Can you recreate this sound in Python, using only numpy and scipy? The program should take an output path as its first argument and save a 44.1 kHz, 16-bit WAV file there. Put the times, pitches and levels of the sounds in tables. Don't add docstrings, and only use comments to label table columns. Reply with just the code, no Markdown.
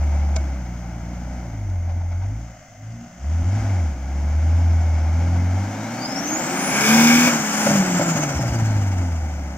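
import sys
import numpy as np
from scipy import signal
from scipy.fft import rfft, irfft, next_fast_len
from scipy.io import wavfile
from scipy.ndimage import uniform_filter1d, map_coordinates

SR = 44100
rng = np.random.default_rng(int(sys.argv[2]) if len(sys.argv) > 2 else 0)


def materialize(psi):
    bounded = np.clip(np.atleast_2d(psi).T, -1, 1)
    quanta = np.round(bounded * 32767).astype(np.int16)
    wavfile.write(sys.argv[1], SR, quanta)


N = 422037
TIME = np.arange(N) / SR
MIDDLE_RATE, LUG_RATE = 100, 50.4

# (time [s], half-width [s], drop of the exhaust pulses [dB])
THROTTLE_LIFTS = [(2.66,.145,24),(3.14,.07,13),(7.47,.145,7.5)]
def engine(turn, rate):
    lift_db = swells(THROTTLE_LIFTS)
    clutch_db = 9.5 * swell(2.91, 0.5)
    rumble_db = -41.5 + 8.5 * np.log2(rate / MIDDLE_RATE) - 0.68 * lift_db - clutch_db
    knock_octaves = np.log2(np.maximum(rate, LUG_RATE) / MIDDLE_RATE)
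    clatter_db = -35.1 + 11.5 * knock_octaves - 0.4 * lift_db - clutch_db
    angle = 2 * np.pi * turn
    tones = exhaust_boom(angle, rate, lift_db) + exhaust_bark(angle)
    tones += exhaust_growl(angle, rate, rumble_db + clutch_db / 2)
    rumble = from_db(rumble_db) * exhaust_rumble(turn, rate)
    return np.sqrt(2) * tones + rumble + block_clatter(turn, rate, clatter_db)


# (time [s], level [dB])
EXHAUST_PULSES = [(0.0, -16.5), (1.47, -19), (1.71, -8), (2.22, -8.5), (3.11, -37), (3.23, -20),
                  (3.96, -20.5), (4.59, -16.5), (5.57, -21), (5.76, -34), (6.5, -29), (6.85, -17),
                  (6.905, 0), (7.26, -0.5), (7.34, -9), (7.63, -9), (7.79, -3.5), (7.87, -11.5),
                  (8.17, -6.5), (8.32, -17.5), (8.38, -18), (9.57, -26.5)]
# (frequency [Hz], gain [dB])
PIPE_RESONANCES = [(42,-37),(58,-21),(72,-8),(83,-4.5),(105,-4.5),(125,-12),(150,-22),(180,-19.5),(240,-20),(330,-64),(430,-42)]
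# (time [s], half-width [s], dip [1 halves the tone], low thud [dB])
EXHAUST_STUMBLES = [(3.436,0.012,1,-27),(3.621,0.041,1,-28),(8.372,0.02,1,-21),(8.515,0.022,1,-23)]
def exhaust_boom(angle, rate, lift_db):
    pulse_db = in_time(EXHAUST_PULSES)[0] - lift_db
    tone_db = pulse_db + at_hz(PIPE_RESONANCES, rate)
    octave_db = pulse_db - 10.5 + at_hz(PIPE_RESONANCES, 2 * rate)
    dip = sum(depth * swell(s, width) for s, width, depth, _ in EXHAUST_STUMBLES)
    thud = sum(from_db(db) * swell(s, width) for s, width, _, db in EXHAUST_STUMBLES)
    slow, overrun = np.clip((75 - rate) / 15, 0, 1), swell(8.2, .9)
    waver_db = .7 + .3 * slow + 1.9 * overrun
    boom = (2 - dip) * from_db(tone_db + waver_db * drift(50)) * np.sin(angle)
    boom += from_db(octave_db + .7 * drift(22)) * np.sin(2 * angle + 0.12 * drift(18))
    boom += thud * np.sin(.6 * angle)
    return boom + recorder_mirror_tone(angle, rate, tone_db)


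# (time [s], level [dB])
BOOST_BARK = [(5.4,-62),(5.8,-41),(6.2,-33),(6.55,-35.5),(6.68,-54),(6.85,-31.5),(7.0,-42),(7.3,-57),(7.4,-64)]
# (time [s], half-width [s], order [x firing rate], level [dB])
THROTTLE_DABS = [(2.9,.09,2,-34.5),(3.01,.08,4,-38.5)]
def exhaust_bark(angle):
    bark = from_db(in_time(BOOST_BARK)[0] + 2 * drift(25)) * np.sin(2 * angle + .3 * drift(25))
    undertones = np.sin(angle * 2 / 3) + .22 * np.sin(angle / 3)
    undertones *= from_db(in_time(BOOST_LEVEL)[0] - 19 + 2 * drift(30))
    dabs = sum(from_db(db) * swell(s, width) * np.sin(order * angle)
               for s, width, order, db in THROTTLE_DABS)
    return bark + undertones + dabs


# (order [x firing rate], relative level [dB], share of silencer gain [0-1])
EXHAUST_ORDERS = [(1.5,-5,0.32),(2,-1.5,0.33),(2.5,-6,0.83),(3,-2,0.6),(3.5,-26.5,0.54),(4,-7,0.69),(5,-3.5,0.79)]
# (frequency [Hz], gain [dB])
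SILENCER_RESPONSE = [(80,13),(140,-4.5),(175,13.5),(210,-0.5),(240,5),(262,8),(295,-10),(345,-10),(410,-29.5),(620,-14),(1200,-20)]
# (time [s], half-width [s], rise [dB])
LOAD_PUSHES = [(1.05,.4,5),(3.38,.12,4),(8.15,.2,3),(5.36,.2,8),(8.65,.3,4)]
def exhaust_growl(angle, rate, base_db):
    loaded_db = base_db + swells(LOAD_PUSHES)
    growl = 0
    for order, db, share in EXHAUST_ORDERS:
        level_db = loaded_db + db + share * at_hz(SILENCER_RESPONSE, order * rate) + 2.4 * drift(14)
        growl += from_db(level_db) * np.cos(order * angle + 0.25 * drift(12))
    return growl


# (frequency [Hz], level [dB])
PIPE_SPECTRUM = [(30,-42),(60,-31),(110,-15),(165,0),(210,-1.5),(260,0),(335,-3),(410,-18),(600,-19.5),(1200,-40.5)]
# (frequency [Hz], level [dB])
SHUDDER_SPECTRUM = [(20,-9),(45,-8),(90,1),(150,-2),(260,-26),(600,-67)]
def exhaust_rumble(turn, rate):
    rough = from_db(-1.5) * firings(turn, rate, ring_s=0.025, uneven_db=2.5) + from_db(3) * white()
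    shake = from_db(2.5) * (60 / np.maximum(rate, LUG_RATE)) ** 2.7
    return radiate(rough, PIPE_SPECTRUM) + shake * radiate(white(), SHUDDER_SPECTRUM)


# (frequency [Hz], level [dB])
BLOCK_SPECTRUM = [(200,-35.5),(410,-12),(550,2.5),(800,6.5),(1000,-4),(1150,-9),(1500,-3.5),(1830,-12.5),(2200,-3),(2600,-18.5),(4000,-23),(6300,-16.5),(8500,-65),(15000,-49)]
# (time [s], half-width [s], rise [dB])
HARD_KNOCKS = [(.2,0.38,1),(1.9,0.026,6),(2.02,.015,3),(2.125,0.01,8),(2.235,0.021,6.5),(5.2,.45,2)]
def block_clatter(turn, rate, level_db):
    knock_share = np.clip(0.23 * rate / 150, 0, .8)
    knock = firings(turn, rate, ring_s=0.011, uneven_db=2.0)
    throb = rms_one(from_db(0.33 * np.cos(2 * np.pi * turn) + 0.85 * drift(30)))
    force = np.sqrt(knock_share) * knock + np.sqrt(1 - knock_share) * throb * white()
    block = radiate(force, BLOCK_SPECTRUM)
    hardness = np.clip(0.43 * np.log2(rate / 91), 0, .7)
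    block -= hardness * resonate(block, hz=630, width_hz=420)
    return from_db(level_db + swells(HARD_KNOCKS)) * block


# (time [s], level [dB])
BOOST_LEVEL = [(5.6,-90),(6.3,-45),(6.62,-29),(6.76,-20.5),(6.88,-13.8),(7.07,-13.5),(7.17,-15.5),(7.285,-14.5),(7.335,-40),(8.1,-53),(8.8,-100)]
# (frequency [Hz], nominal width [Hz], gain [dB])
INTAKE_DUCTS = [(560,110,-15),(745,140,-3),(890,140,-4),(1100,80,-10),(1410,60,-3),(1555,100,0),(2085,60,-7),(2265,70,4),(2340,60,-3),(2420,70,-1.5),(2780,50,-8),(2990,130,-11)]
def intake_howl(turn, rate):
    gulps = firings(turn, rate, ring_s=.005, uneven_db=1.7) + .15 * white()
    ducts = 0
    for hz, width, db in INTAKE_DUCTS:
        ring = resonate(resonate(gulps, hz, 2 * width), hz, 2 * width)
        ducts += from_db(db + 1.6 * drift(7)) * ring
    mid, side = rms_one(ducts)
    howl = mid + 0.3 * side * np.array([[1], [-1]])
    return from_db(in_time(BOOST_LEVEL)[0] - 5.5) * howl


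# (frequency [Hz], level [dB])
RASP_SPECTRUM = [(100,-30),(400,10),(900,-10),(1600,-12),(2500,-2),(3000,0.5),(3500,13.5),(4150,1),(5000,11),(5800,12.5),(8500,2),(11000,-2),(15500,-1)]
# (frequency [Hz], level [dB])
HISS_SPECTRUM = [(2500,-27),(4000,-21),(4600,1),(5900,6),(7300,0.5),(8500,-4.5),(10000,-8.5),(12000,-11.5),(14000,-3),(16000,-10)]
def intake_rush(turn, rate):
    boost_db, = in_time(BOOST_LEVEL)
    spits = firings(turn, rate, ring_s=0.004, uneven_db=2.0) * from_db(1.3 * drift(90))
    spurts = rms_one(from_db(1.2 * drift(40) + 3 * np.cos(2 * np.pi * turn)))
    rasp = from_db(-11) * radiate(spits, RASP_SPECTRUM)
    hiss = from_db(-13) * spurts * radiate(white(), HISS_SPECTRUM)
    rush_db = boost_db + .5 * (boost_db - boost_db.max())
    return from_db(rush_db) * (rasp + hiss)


# (frequency [Hz], level [dB])
AIR_SPECTRUM = [(400,-54),(900,7.5),(1500,15),(2300,7),(3000,8),(4000,-4),(5200,8.5),(6800,14.5),(8500,1.5),(11500,-14),(14000,1),(16000,-11.5)]
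# (time [s], half-width [s], change [dB])
AIR_GUSTS = [(6.6,0.11,-2),(7.4,0.11,-2),(7.675,0.022,2.5),(7.77,0.017,2),(7.88,.07,-1.5),(8.15,0.15,0.5),(9.3,0.18,-1)]
def compressor_air(turn, rate, turbo_hz, surge_db):
    no_flow_hz, full_flow_hz = 2525, 11500
    grit = rms_one(from_db(0.91 * drift(56) + 0.72 * np.cos(2 * np.pi * turn)))
    bright = radiate(grit * white(), AIR_SPECTRUM)
    dull = signal.sosfilt(signal.butter(2, 7000, fs=SR, output="sos"), bright)
    flow = np.clip(np.log(turbo_hz / no_flow_hz) / np.log(full_flow_hz / no_flow_hz), 1e-6, 1) ** 0.38
    speed_db = -40.5 + 10 * np.log2(rate / MIDDLE_RATE) + 3 * np.log2(turbo_hz / 4000)
    approach_db = np.interp(TIME, [5.5, 8.5], [0, 2.5])
    level_db = speed_db + approach_db + surge_db + swells(AIR_GUSTS)
    return from_db(level_db) * (flow * bright + (1 - flow) * dull)


def compressor_surge():
    start_s, first_gap_s, quicken_s = 8.102, .0675, .0012
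    chuff = np.arange(20)
    times = start_s + chuff * first_gap_s - chuff ** 2 * quicken_s / 2
    surge_db = 6 * sum(swell(s, 0.017) for s in times)
    return surge_db - uniform_filter1d(surge_db, size=SR // 8)


# (time [s], level [dB])
WHISTLE_LEVEL = [(5.2,-85),(5.7,-61),(5.98,-51),(6.05,-33),(6.1,-39),(6.2,-32),(6.36,-27.5),(6.47,-39),(6.57,-39),(6.64,-32),(6.71,-38),(6.9,-37),(7.0,-47),(7.25,-45),(7.33,-53),(7.5,-49),(7.59,-38),(7.76,-47),(7.95,-37),(8.12,-29.5),(8.4,-45),(8.7,-54),(8.85,-68),(9.57,-80)]
# (time [s], level [dB])
WHISTLE_OCTAVE = [(4.2,-85),(4.55,-58),(5.3,-58),(5.55,-68),(5.95,-53),(6.42,-46),(6.5,-110)]
def turbo_whistle(hz, surge_db):
    whistle_db = in_time(WHISTLE_LEVEL)[0] + .25 * surge_db
    bend = 1 + 0.0045 * drift(35) + .001 * surge_db
    angle = 2 * np.pi * np.cumsum(hz * bend) / SR
    octave = from_db(in_time(WHISTLE_OCTAVE)[0]) * np.sin(2 * angle)
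    channels, shared_flicker = [], drift(25)
    for side in (1, -1):
        breath = drift(150) * np.sin(angle) + drift(150) * np.cos(angle)
        tone = rms_one(np.sin(angle + .6 * drift(30)) + .5 * breath)
        flicker_db = 2.24 * (shared_flicker + drift(50))
        level_db = whistle_db + side * at_hz(MIC_BALANCE, hz) / 2 + flicker_db
        channels.append(from_db(level_db) * tone + octave * (.7 + .5 * drift(60)))
    return np.array(channels)


# (time [s], clank level [dB], low thump level [dB])
SUSPENSION_JOLTS = [(7.272,-17,-14),(7.312,-21,-25),(7.395,-44,-22),(7.665,-13,-19),(7.705,-18,-15),(7.752,-22,-17),(7.812,-29,-26),(7.993,-16,-14),(8.010,-14.5,-19),(8.076,-21.5,-20),(8.160,-21,-20),(8.186,-25,-28),(8.232,-22,-24),(8.303,-23,-23),(8.390,-27,-17),(8.432,-26,-30),(8.52,-28,-32)]
# (frequency [Hz], level [dB], time to fall 60 dB [s])
CHASSIS_MODES = [(98,-21,0.096),(152.6,-0.5,0.12),(288,-3,0.073),(342,-12,0.096),(517,-4.5,0.048),(573,-1.5,0.089),(671,-7,0.17),(830,-10,0.046),(974,-13,0.059),(1360,-18,0.3)]
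def chassis_knocks():
    clanks = [(s, db) for s, db, _ in SUSPENSION_JOLTS]
    thumps = [(s, db) for s, _, db in SUSPENSION_JOLTS]
    body = sum((-1) ** k * from_db(db) * struck(thumps if hz < 400 else clanks, hz, t60)
               for k, (hz, db, t60) in enumerate(CHASSIS_MODES))
    body = signal.sosfilt(signal.butter(2, 85, "high", fs=SR, output="sos"), body)
    crunch = radiate(bursts(clanks, t60=.09) * white(), BLOCK_SPECTRUM)
    return body + from_db(-9.5) * crunch


# (time [s], level [dB])
UNDERBODY_TICKS = [(.3595,-33),(.3635,-22.5),(1.699,-47)]
# (frequency [Hz], level [dB], time to fall 60 dB [s])
SMALL_PART_MODES = [(646,-4.5,.17),(824,-10,.08),(1384,-14.5,.09),(1523,-15.5,.1),(2200,-14.5,.19)]
# (frequency [Hz], level [dB])
CLICK_SPECTRUM = [(100,-12),(300,-5),(680,6),(1200,-1),(1800,-6),(2350,0),(2800,-6),(3300,-1),(4100,-3),(4800,0),(6500,3),(7500,-3),(9000,-17),(15000,-30)]
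def underbody_ticks():
    ring = sum(from_db(db) * struck(UNDERBODY_TICKS, hz, t60) for hz, db, t60 in SMALL_PART_MODES)
    return ring + radiate(bursts(UNDERBODY_TICKS, t60=0.028) * white(), CLICK_SPECTRUM)


# (frequency [Hz], level [dB])
FOREST_SPECTRUM = [(30,6.5),(130,12.5),(260,11.5),(410,-23),(560,9.5),(750,11),(1100,-49),(2100,4.5),(2700,-68),(4000,-38),(5200,-19),(6400,-1),(8500,-35),(15000,-22)]
def forest():
    return from_db(-47.0) * radiate(white(), FOREST_SPECTRUM)


def recorder_mirror_tone(angle, rate, tone_db):
    low_revs = np.clip((100 - rate) / 25, 0, 1)
    return from_db(tone_db - 19) * low_revs * np.sin(2 * np.pi * 100 * TIME - angle)


# (frequency [Hz], correlation [0-1])
MIC_LIKENESS = [(100,.999),(300,.98),(700,.93),(1300,.78),(2400,.78),(4500,.55),(8000,.45),(14000,.25)]
# (frequency [Hz], left minus right [dB])
MIC_BALANCE = [(100,.5),(350,-0.5),(700,-0.5),(1300,6.5),(2400,0.5),(5000,4),(9000,-3.5),(14000,4)]
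def radiate(pair, spectrum):
    size = next_fast_len(N + SR // 10)
    hz = np.arange(size // 2 + 1) * SR / size
    mid, side = rfft(pair, size) * rms_one(from_db(at_hz(spectrum, hz)))
    alike, sign = at_hz(MIC_LIKENESS, hz), np.array([[1], [-1]])
    both = np.sqrt((1 + alike) / 2) * mid + sign * np.sqrt((1 - alike) / 2) * side
    return irfft(both * from_db(sign * at_hz(MIC_BALANCE, hz) / 2), size)[:, :N]


def firings(turn, rate, ring_s, uneven_db, cylinders=6):
    onsets = np.flatnonzero(np.diff(np.floor(turn)) > 0)
    force = from_db(uneven_db * rng.standard_normal(len(onsets))) / np.sqrt(rate[onsets])
    age, ringing = TIME[:SR // 20], 0
    for k in range(cylinders):
        blows = np.zeros((1, N))
        blows[0, onsets[k::cylinders]] = force[k::cylinders]
        path = rng.standard_normal((2, len(age))) * np.exp(-age / ring_s)
        ringing += signal.oaconvolve(blows, path, axes=1)[:, :N]
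    return rms_one(ringing)


def struck(blows, hz, t60, rattle=0.012):
    force = bursts(blows, t60=.06) * rattle * rng.standard_normal(N)
    for s, db in blows:
        force[int(s * SR)] += from_db(db + rng.standard_normal())
    decay, step = from_db(-60 / (t60 * SR)), 2 * np.pi * hz / SR
    return signal.lfilter([0, np.sin(step)], [1, -2 * decay * np.cos(step), decay ** 2], force)


def resonate(x, hz, width_hz):
    r = np.exp(-np.pi * width_hz / SR)
    poles = [1, -2 * r * np.cos(2 * np.pi * hz / SR), r * r]
    return signal.lfilter(np.array([1, 0, -1]) * (1 - r * r) / 2, poles, x + 1e-18)


def bursts(rows, t60):
    hits = np.zeros(N)
    for s, db in rows:
        hits[int(s * SR)] += from_db(db)
    return signal.lfilter([1], [1, -from_db(-60 / (t60 * SR))], hits + 1e-18)


def swell(s, half_width):
    return np.exp(-np.minimum(((TIME - s) / half_width) ** 2, 20))


def swells(rows):
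    return sum(height * swell(s, half_width) for s, half_width, height in rows)


def drift(hz):
    hop, settle = 40, 2000
    r = np.exp(-2 * np.pi * hz * hop / SR)
    noise = rng.standard_normal(N // hop + settle + 2)
    slow = signal.lfilter([1], [1, -2 * r, r * r], noise)[settle:]
    return np.interp(np.arange(N) / hop, np.arange(len(slow)), rms_one(slow))


def white():
    return rng.standard_normal((2, N))


def from_db(db):
    return 10 ** (np.asarray(db) / 20)


def rms_one(x):
    return x / np.sqrt(np.mean(x ** 2) + 1e-20)


def in_time(rows):
    s, *columns = np.transpose(rows)
    return [np.interp(TIME, s, column) for column in columns]


def at_hz(points, hz):
    frequency, value = np.transpose(points)
    return np.interp(np.log(np.maximum(hz, 1)), np.log(frequency), value)


# (time [s], firing rate [Hz])
FIRING_RATE = [(0.0, 73.0), (0.36, 72.1), (0.68, 59.8), (0.98, 57.4), (1.35, 62.4), (1.81, 42.6),
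               (2.17, 43.5), (2.41, 57.5), (2.8, 52.2), (2.9, 56.5), (3.03, 59.0), (3.17, 58.2), (3.33, 81),
               (3.45, 86), (3.58, 107), (3.72, 97), (3.96, 63.8), (4.6, 84.3), (5.04, 78.5), (5.24, 85.0),
               (5.5, 89.5), (5.8, 107.0), (6.17, 136.0), (6.98, 230.3), (7.27, 245.9), (7.44, 211.1),
               (7.68, 214.0), (7.83, 186.9), (8.11, 166.3), (8.45, 120.3), (9.19, 79.0), (9.57, 67.2)]
# (time [s], whistle pitch [Hz])
TURBO_PITCH = [(4.3,2560),(5.0,2640),(5.35,2825),(5.7,3400),(5.95,4300),(6.02,4700),(6.2,5650),(6.35,6700),(6.55,8450),(6.73,10330),(6.85,10960),(6.95,11180),(7.27,11330),(7.39,9250),(7.56,9230),(7.69,9750),(7.76,9250),(7.84,8050),(7.94,7580),(8.05,7310),(8.2,6400),(8.35,5660),(8.45,5170),(8.6,4610),(8.8,3950),(9.57,3000)]
# (time [s], right lag [ms])
RIGHT_LAG = [(0,0.055),(5.6,0.028),(6.8,0.087),(9.57,.11)]
def scene():
    rate, turbo_hz, lag_ms = in_time(FIRING_RATE) + in_time(TURBO_PITCH) + in_time(RIGHT_LAG)
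    turn = np.cumsum(rate) / SR
    surge_db = compressor_surge()
    vehicle = engine(turn, rate) + intake_howl(turn, rate) + intake_rush(turn, rate)
    vehicle += compressor_air(turn, rate, turbo_hz, surge_db) + turbo_whistle(turbo_hz, surge_db)
    left, right = vehicle + chassis_knocks() + underbody_ticks()
    right = map_coordinates(right, [np.arange(N) - lag_ms * SR / 1000], order=3)
    return np.array([from_db(0.35) * left, right]) + forest()


def record(dry):
    ceiling, cutoff_hz = .88, 15650
    rounded = dry / (1 + (dry / ceiling) ** 6) ** (1 / 6)
    return signal.sosfilt(signal.ellip(12, .1, 90, cutoff_hz, fs=SR, output="sos"), rounded)


dry = scene()
out = record(dry)
materialize(out)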